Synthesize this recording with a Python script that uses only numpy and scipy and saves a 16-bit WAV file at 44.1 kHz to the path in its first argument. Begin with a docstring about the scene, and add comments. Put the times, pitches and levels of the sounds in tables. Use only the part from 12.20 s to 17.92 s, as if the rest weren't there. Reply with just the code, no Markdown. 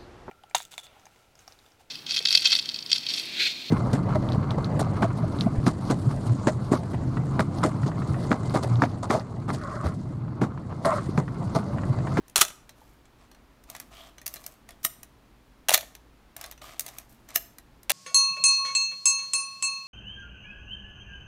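"""A small quiet room, close on a mechanical film camera that is fired three times.
Each release plays the same cycle: the mirror flips up, the cloth curtains run and slam home, the mirror
drops. The first shot is on the desk, the others in the hands. Between shots the thumb winds on: skin
rubs, gears whirr, pawls tick, and the advance lever snaps back against its stop.
Hits are noise bursts plus ringing modes; rubs and whirrs are noise broken into tiny slips."""
import sys
import numpy as np
from scipy import signal
from scipy.fft import rfft, irfft, next_fast_len
from scipy.io import wavfile

SR = 44100
rng = np.random.default_rng(int(sys.argv[2]) if len(sys.argv) > 2 else 0)


def wav_record(signal):
    """Record a signal, one row per channel, as 16-bit PCM in the file named by sys.argv[1]."""
    frames = np.transpose(np.atleast_2d(signal))
    bounded = np.clip(frames, -1, 1)
    # unit amplitude maps onto the largest positive 16-bit level
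    quanta = np.round(bounded * 32767).astype(np.int16)
    wavfile.write(sys.argv[1], SR, quanta)


N = 252252
TIME = np.arange(N) / SR
AGE = np.arange(SR // 8) / SR  # seconds since a hit
TOP_HZ = 15750


def amp(db):
    """Decibels to gain."""
    return 10 ** (np.asarray(db) / 20)


def unit(x):
    """Scale to rms 1."""
    return x / np.sqrt(np.mean(x ** 2) + 1e-20)


def along(points, hz):
    """Read a curve of (freq_hz, value) points on a log frequency axis."""
    freqs, values = np.transpose(points)
    return np.interp(np.log(hz + 1), np.log(freqs), values)


def fade(t, t60):
    """Exponential decay, 60 dB down at t60."""
    return np.exp(-np.log(1000) * t / np.maximum(t60, 1e-4))


def add(track, start_s, sound):
    """Mix a sound into a track."""
    part = track[round(start_s * SR):][:len(sound)]
    part += sound[:len(part)]


def coloured(x, eq, tilt_db=0):
    """Minimum-phase EQ of unit power gain, tilted by tilt_db per octave."""
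    hz = np.fft.rfftfreq(4096, 1 / SR)
    gain = unit(amp(along(eq, hz) + tilt_db * np.log2(np.clip(hz, 400, TOP_HZ))))
    cepstrum = irfft(np.log(gain + 1e-9))
    cepstrum[1:len(hz) - 1] *= 2
    cepstrum[len(hz):] = 0
    impulse = irfft(np.exp(rfft(cepstrum)))
    return signal.oaconvolve(x, impulse)[:len(x)]


def crack(t60, rise_s):
    """The dense, fast-dying chatter of small metal parts after a contact."""
    return rng.standard_normal(len(AGE)) * fade(AGE, t60) * (1 - np.exp(-AGE / rise_s))


def ping(hz, t60):
    """A single damped mode."""
    return np.sin(2 * np.pi * hz * AGE) * fade(AGE, t60)


def ring(modes, scatter_db, detune):
    """Damped modes; level and pitch vary with each hit, and rattling parts blur their phase."""
    hz, db, t60 = np.transpose(modes)[:, :, None]
    size, shift, phase = rng.standard_normal((3, len(modes), 1))
    width_hz = .03 * hz
    blur = np.cumsum(rng.standard_normal((len(modes), len(AGE))), 1) * np.sqrt(2 * np.pi * width_hz / SR)
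    waves = np.sin(2 * np.pi * (hz * (1 + detune * shift) * AGE + phase) + blur)
    attack = 1 - np.exp(-AGE / .00044)
    return np.sum(amp(db + scatter_db * size) * fade(AGE, t60) * waves, 0) * attack


def friction(eq, slips_per_s, spread_db):
    """A grainy bed of tiny uneven slips, at rms 1."""
    knots = rng.standard_normal(int(N / SR * slips_per_s) + 2)
    slips = amp(spread_db * np.interp(TIME * slips_per_s, np.arange(len(knots)), np.minimum(knots, 2)))
    return unit(coloured(slips * rng.standard_normal(N), eq))


def run_up(start_s, stop_s, db, growth_db):
    """Envelope of a spring-driven part that gains speed until it is stopped."""
    to_go = np.clip((stop_s - TIME) / (stop_s - start_s), 0, 1)
    return ((TIME > start_s) & (TIME < stop_s)) * amp(db - growth_db * to_go)


def stroke(start_s, length_s, rise_s, db, sag_db=5):
    """Envelope of one hand movement: it builds, eases off and is let go."""
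    t = np.maximum(TIME - start_s, 0)
    eased_db = db - sag_db * np.minimum(t / length_s, 1)
    release = fade(np.maximum(t - length_s, 0), t60=.24)
    return np.minimum(t / rise_s, 1) * amp(eased_db) * release


# EQ of the room's air: freq_hz, gain_db
AIR_EQ = [(20, -11), (55, 0.5), (85, -14.5), (120, -10.5), (170, -14), (260, -10), (400, -16.5), (600, -20),
          (1000, -20), (2000, -26.5), (4000, -32), (8000, -40), (11000, -41), (15500, -41.5)]
# appliance hum: pitch_hz, level_db
HUM_TONES = [(54, -69.5), (121, -70)]


def room_tone():
    """A soft steady hiss over a faint appliance hum."""
    hum = sum(amp(db) * unit(np.sin(2 * np.pi * (hz * TIME + rng.random()))) for hz, db in HUM_TONES)
    return amp(-57.5) * unit(coloured(rng.standard_normal(N), AIR_EQ)) + hum


# resonances of the camera body, on the desk and held: pitch_hz, desk_db, held_db, t60_s
BODY_MODES = [(388, -26.5, -42.5, 0.052), (632, -30, -27, 0.16), (696, -27.5, -27.5, .07),
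              (854, -28, -26.5, 0.058), (1234, -18, -29, 0.055), (1260, -18, -30, .05),
              (1676, -28, -21, 0.053), (1836, -29.5, -22.5, 0.059), (2015, -26, -21.5, 0.058),
              (2370, -30.5, -20.5, 0.05), (2830, -24, -23, .04), (3060, -19.5, -30.5, 0.034),
              (3490, -25, -27, 0.12), (4100, -26.5, -23, 0.078), (5970, -21.5, -20.5, 0.069),
              (6350, -19.5, -30, 0.032), (7140, -22, -25.5, 0.05), (8640, -19.5, -28.5, 0.062)]
DESK_MODES = [(hz, db, t60) for hz, db, _, t60 in BODY_MODES]
HELD_MODES = [(hz, db, t60) for hz, _, db, t60 in BODY_MODES]
# bright EQ of a small metal contact: freq_hz, gain_db
TICK_EQ = [(150, -20), (450, -15.5), (680, -8.5), (1500, -4.5), (2300, -5.5), (4200, -4), (6300, 3),
           (7800, -3), (9200, 2.5), (11000, -1), (13000, 3.5), (15500, -3.5)]
# tick cues, low end relative to level: start_s, level_db, low_end_db
TICK_CUES = [(0.081, -38, -18), (.0972, -36.5, -27), (0.4928, -33.5, -1.5), (.854, -49.5, 12),
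             (1.1144, -42.5, 1), (1.147, -46.5, 9), (1.4384, -42, -16.5), (1.5, -25, -25),
             (1.5499, -29.5, 4), (1.5638, -30, -14), (1.5998, -22, -21.5), (1.9816, -37, 7.5),
             (2.0153, -36.5, -1), (2.0605, -23, -39), (2.0644, -14, -41), (2.0774, -18, -34),
             (2.1392, -19.5, -28), (2.1585, -32, -1), (2.1654, -33.5, -1), (2.24, -35.5, 1),
             (2.2637, -21, -27), (2.4894, -35, -1), (2.5064, -36, -10), (2.831, -28, -18.5),
             (3.751, -32, -8.5), (4.1648, -23.5, -19), (4.2123, -25, -13.5), (4.2399, -25, -1.5),
             (4.261, -31, -21), (4.3124, -26, -22), (4.3216, -34.5, 0), (4.377, -44.5, 9),
             (4.5948, -10.5, -42), (4.6064, -18.5, -38), (4.6633, -23, -16.5), (4.6805, -30, -9),
             (4.6868, -28.5, -10), (4.784, -21.5, -28), (5.0883, -33.5, -6), (5.1044, -35, -3),
             (5.384, -31, -11), (5.6313, -36, -24)]


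def ticks():
    """Pawls, gear teeth and strap fittings click; the duller hits stir more of the body."""
    out = np.zeros(N)
    for start_s, db, low_end_db in TICK_CUES:
        dull_db = low_end_db + 17.5
        tilt_db = -.2 * max(dull_db, -7)  # steel on steel gets no brighter than this
        tick = coloured(crack(t60=.017, rise_s=.0005), TICK_EQ, tilt_db)
        body = amp(-2 + .46 * dull_db) * ring(HELD_MODES, scatter_db=3, detune=.05)
        add(out, start_s, amp(db - 4) * (tick + body))
    return out


# EQ of the shutter's clack: freq_hz, desk_db, held_db
CLACK_EQ = [(80, -15, -22.5), (299.4, -16.5, -25.5), (629, -10.5, 4.5), (1250, 0, -4.5), (2010, -3.5, 1),
            (4160, 1, 2), (4700, -6, -3), (6000, 1, 0.5), (8050, -3.5, -4.5), (9900, -2.5, -5),
            (11500, -5.5, -4.5), (13000, -6, -1.5), (15700, -11, -7)]
DESK_EQ = [(hz, db) for hz, db, _ in CLACK_EQ]
HELD_EQ = [(hz, db) for hz, _, db in CLACK_EQ]
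# The hits of one shot: the mirror lets go, hits its top stop and bounces twice; two curtains land,
# the second rebounds; the mirror drops and settles in two bounces.
# delay_s, desk_db, held_db, t60_s, tilt_db_per_octave, body_db, spring_db
SHUTTER_HITS = [(0, -10.5, -15, .021, 0.65, 2.5, -13.5), (.0081, -11, -9, .007, -0.5, -0.5, 1),
                (0.0205, -16.5, -17.5, .013, 1.5, -2.5, -1), (.03, -22, -22, .011, -7, 5, -16),
                (.0527, -8, -9, .038, 1, 1.5, -18.5), (.0578, -6.5, -6.5, .019, 1, 2.5, -14.5),
                (0.067, -20, -17, .017, 1, -0.5, -13), (.0912, -24, -18.5, .013, 2, 4, -13.5),
                (0.1235, -32.5, -32, .021, 0, -2, -18), (0.1442, -38.5, -40.5, .017, -8, 8, -15)]
# shutter cues: start_s, tilt_db_per_octave, body_db
SHOT_CUES = [(.1580, -0.24, 0), (3.4850, 0.5, 0.5), (5.6957, 0.5, 2.5)]


def shutter(lift_s=.9):
    """Mirror and curtains strike the body and ping a spring; after lift_s the grip changes the tone."""
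    out = np.zeros(N)
    curtains = friction(DESK_EQ, slips_per_s=700, spread_db=5)
    for start_s, shot_tilt_db, shot_body_db in SHOT_CUES:
        held = start_s > lift_s
        eq, modes, curtain_db = (HELD_EQ, HELD_MODES, -29) if held else (DESK_EQ, DESK_MODES, -27.5)
        out += run_up(start_s + .012, start_s + .054, curtain_db, growth_db=4.5) * curtains
        for delay_s, desk_db, held_db, t60, tilt_db, body_db, spring_db in SHUTTER_HITS:
            # a long hit is a pile-up of contacts, so its attack is slower too
            hit = amp(4.5) * coloured(crack(t60, rise_s=.052 * t60), eq, tilt_db + shot_tilt_db)
            hit += amp(body_db + shot_body_db) * ring(modes, scatter_db=1.5, detune=.018)
            hit += amp(spring_db) * ping(hz=9770, t60=.0068)
            add(out, start_s + delay_s, amp(held_db if held else desk_db) * hit)
    return out


# EQs of midrange skin rub and airy gear whirr: freq_hz, gain_db
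RUB_EQ = [(150, -12.5), (500, -12), (660, 6.5), (900, -6), (1200, 3), (1500, -9), (2200, -5), (3300, -10),
          (4600, -11), (8000, -14.5), (15000, -32)]
WHIRR_EQ = [(1500, -21), (4000, -6.5), (6000, -2), (9000, -2.5), (11000, -2.5), (13000, 3), (15500, -6.5)]
# finger moves: start_s, length_s, rise_s, rub_db, whirr_db
WINDING_CUES = [(0.545, 0.2, 0.037, -66, -68), (0.979, 0.066, 0.03, -59, -80),
                (1.468, 0.15, 0.032, -52, -65), (1.706, 0.17, 0.027, -51.5, -61),
                (2.068, 0.26, .03, -57.5, -56.5), (2.478, 0.036, .02, -54.5, -74),
                (4.162, 0.12, .05, -48.5, -62), (4.414, .12, 0.0033, -46.5, -55),
                (4.574, 0.24, 0.081, -53, -57), (4.886, 0.037, .012, -74, -58),
                (5.077, 0.085, .02, -51.5, -72)]


def winding():
    """A finger slides over the casing while the film gears turn in tiny catches."""
    sliding = sum(stroke(*timing, db) for *timing, db, _ in WINDING_CUES)
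    turning = sum(stroke(*timing, db) for *timing, _, db in WINDING_CUES)
    rub = sliding * friction(RUB_EQ, slips_per_s=700, spread_db=4)
    whirr = turning * friction(WHIRR_EQ, slips_per_s=450, spread_db=5)
    return rub + whirr


# fingertip knocks: start_s, level_db, pitch_hz
TAP_CUES = [(.617, -45, 867), (1.548, -44, 712), (4.241, -38, 664)]


def finger_taps():
    """Each fingertip lands on the casing with one short, soft note."""
    out = np.zeros(N)
    for start_s, db, hz in TAP_CUES:
        add(out, start_s, amp(db) * ping(hz, t60=.042))
    return out


# muffled EQ of the palm: freq_hz, gain_db
PALM_EQ = [(80, -14), (160, -13), (220, -0.5), (300, -5.5), (450, -20), (1000, -30)]
# palm moves: start_s, length_s, rise_s, level_db
PALM_CUES = [(1.44, 0.28, 0.085, -61), (2.449, 0.22, 0.082, -67), (4.89, .16, 0.044, -59)]


def palm_rub():
    """The palm shifts against the body with a soft low rub."""
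    return sum(stroke(*cue) for cue in PALM_CUES) * friction(PALM_EQ, slips_per_s=38, spread_db=4.5)


# narrow, edgy EQ of skin on ribs: freq_hz, gain_db
RASP_EQ = [(1500, -32), (2600, -13), (3100, 0), (3600, -5), (4300, -13), (8000, -36)]
# finger slides: start_s, length_s, rise_s, level_db
RASP_CUES = [(1.716, 0.14, 0.055, -51.5), (4.412, 0.16, .004, -58)]


def grip_rasp():
    """A finger rasps along the ribbed lens grip or the knurled lever."""
    return sum(stroke(*cue) for cue in RASP_CUES) * friction(RASP_EQ, slips_per_s=330, spread_db=5)


# lever resonances, damped differently by the thumb each time: pitch_hz, first_db, second_db, t60_s
LEVER_MODES = [(674, -23, -22, 0.12), (1232, -13, -15.5, 0.038), (1846, -10, -11, 0.022),
               (2856, -23, -16, 0.046), (5213, -12, -16, 0.028), (6064, -2.5, -4.5, 0.018),
               (8700, -7, -25, 0.058), (11660, 0, -26.5, 0.018), (12700, -19, 3.5, 0.021),
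               (13310, 1, -16, 0.02), (15800, -14, -1.5, 0.013)]
# crisp EQ of the snap: freq_hz, gain_db
SNAP_EQ = [(80, -20.5), (250, -8), (480, -12), (1200, -8), (2000, -8), (3300, -3.5), (6000, -6.5),
           (7500, -7), (8600, -7.5), (10100, -3), (11300, -3.5), (13200, 5), (15500, -2.5)]
# the lever meets its stop: start_s, level_db, t60_s, steel_db, thud_db
SNAP_CUES = [(2.649, -15, 0.023, 0, -14.5), (5.1587, -13.5, 0.021, 2, -13.5)]


def advance_lever(swing_s=.019):
    """The lever scrapes home on its spring, rings on its stop and jolts the whole camera."""
    swings = sum(run_up(snap_s - swing_s, snap_s, db=-29, growth_db=20.5) for snap_s, *_ in SNAP_CUES)
    out = swings * friction(TICK_EQ, slips_per_s=900, spread_db=4)
    hz, *levels_per_snap, mode_t60 = np.transpose(LEVER_MODES)
    for (start_s, db, t60, steel_db, thud_db), mode_db in zip(SNAP_CUES, levels_per_snap):
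        hit = amp(3) * coloured(crack(t60, rise_s=.00022), SNAP_EQ)
        hit += amp(steel_db) * ring(np.c_[hz, mode_db, mode_t60], scatter_db=1, detune=.008)
        hit += amp(thud_db) * ping(hz=185, t60=.017)
        add(out, start_s, amp(db) * hit)
    return out


# reverb time of the room: freq_hz, t60_s
ROOM_DECAY = [(150, .25), (700, 0.51), (3000, 0.36), (8000, 0.39), (15000, 0.29)]


def reverb(x):
    """Nearby surfaces answer in a short cluster, then the walls ring out."""
    hz, t, bands = signal.stft(rng.standard_normal(SR // 2), SR, nperseg=256)
    tail = signal.istft(bands * fade(t, along(ROOM_DECAY, hz)[:, None]), SR, nperseg=256)[1]
    tail *= 1 - np.exp(-np.arange(len(tail)) / SR / .012)
    early = crack(t60=.055, rise_s=.0011)
    impulse = np.zeros(SR // 2)
    add(impulse, .009, amp(-12) * early / np.linalg.norm(early))
    add(impulse, .012, amp(-21) * tail / np.linalg.norm(tail))
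    return signal.fftconvolve(x, impulse)[:N]


def scene():
    """Three mono stems over room tone, each with its own reverb send: shutter driest, lever wettest."""
    handling = ticks() + winding() + finger_taps() + palm_rub() + grip_rasp()
    stems = [(shutter(), -3), (handling, -2), (advance_lever(), 1)]
    camera = sum(stem + amp(send_db) * reverb(stem) for stem, send_db in stems)
    return (camera + room_tone())[None]


def record(dry):
    """Hard clip at full scale, then a steep low-pass at TOP_HZ."""
    padded = next_fast_len(N + SR // 2)
    hz = np.fft.rfftfreq(padded, 1 / SR)
    spectrum = rfft(np.clip(dry, -1, 1), padded)
    return irfft(spectrum / (1 + (hz / TOP_HZ) ** 120), padded)[:, :N]


dry = scene()
out = record(dry)
wav_record(out)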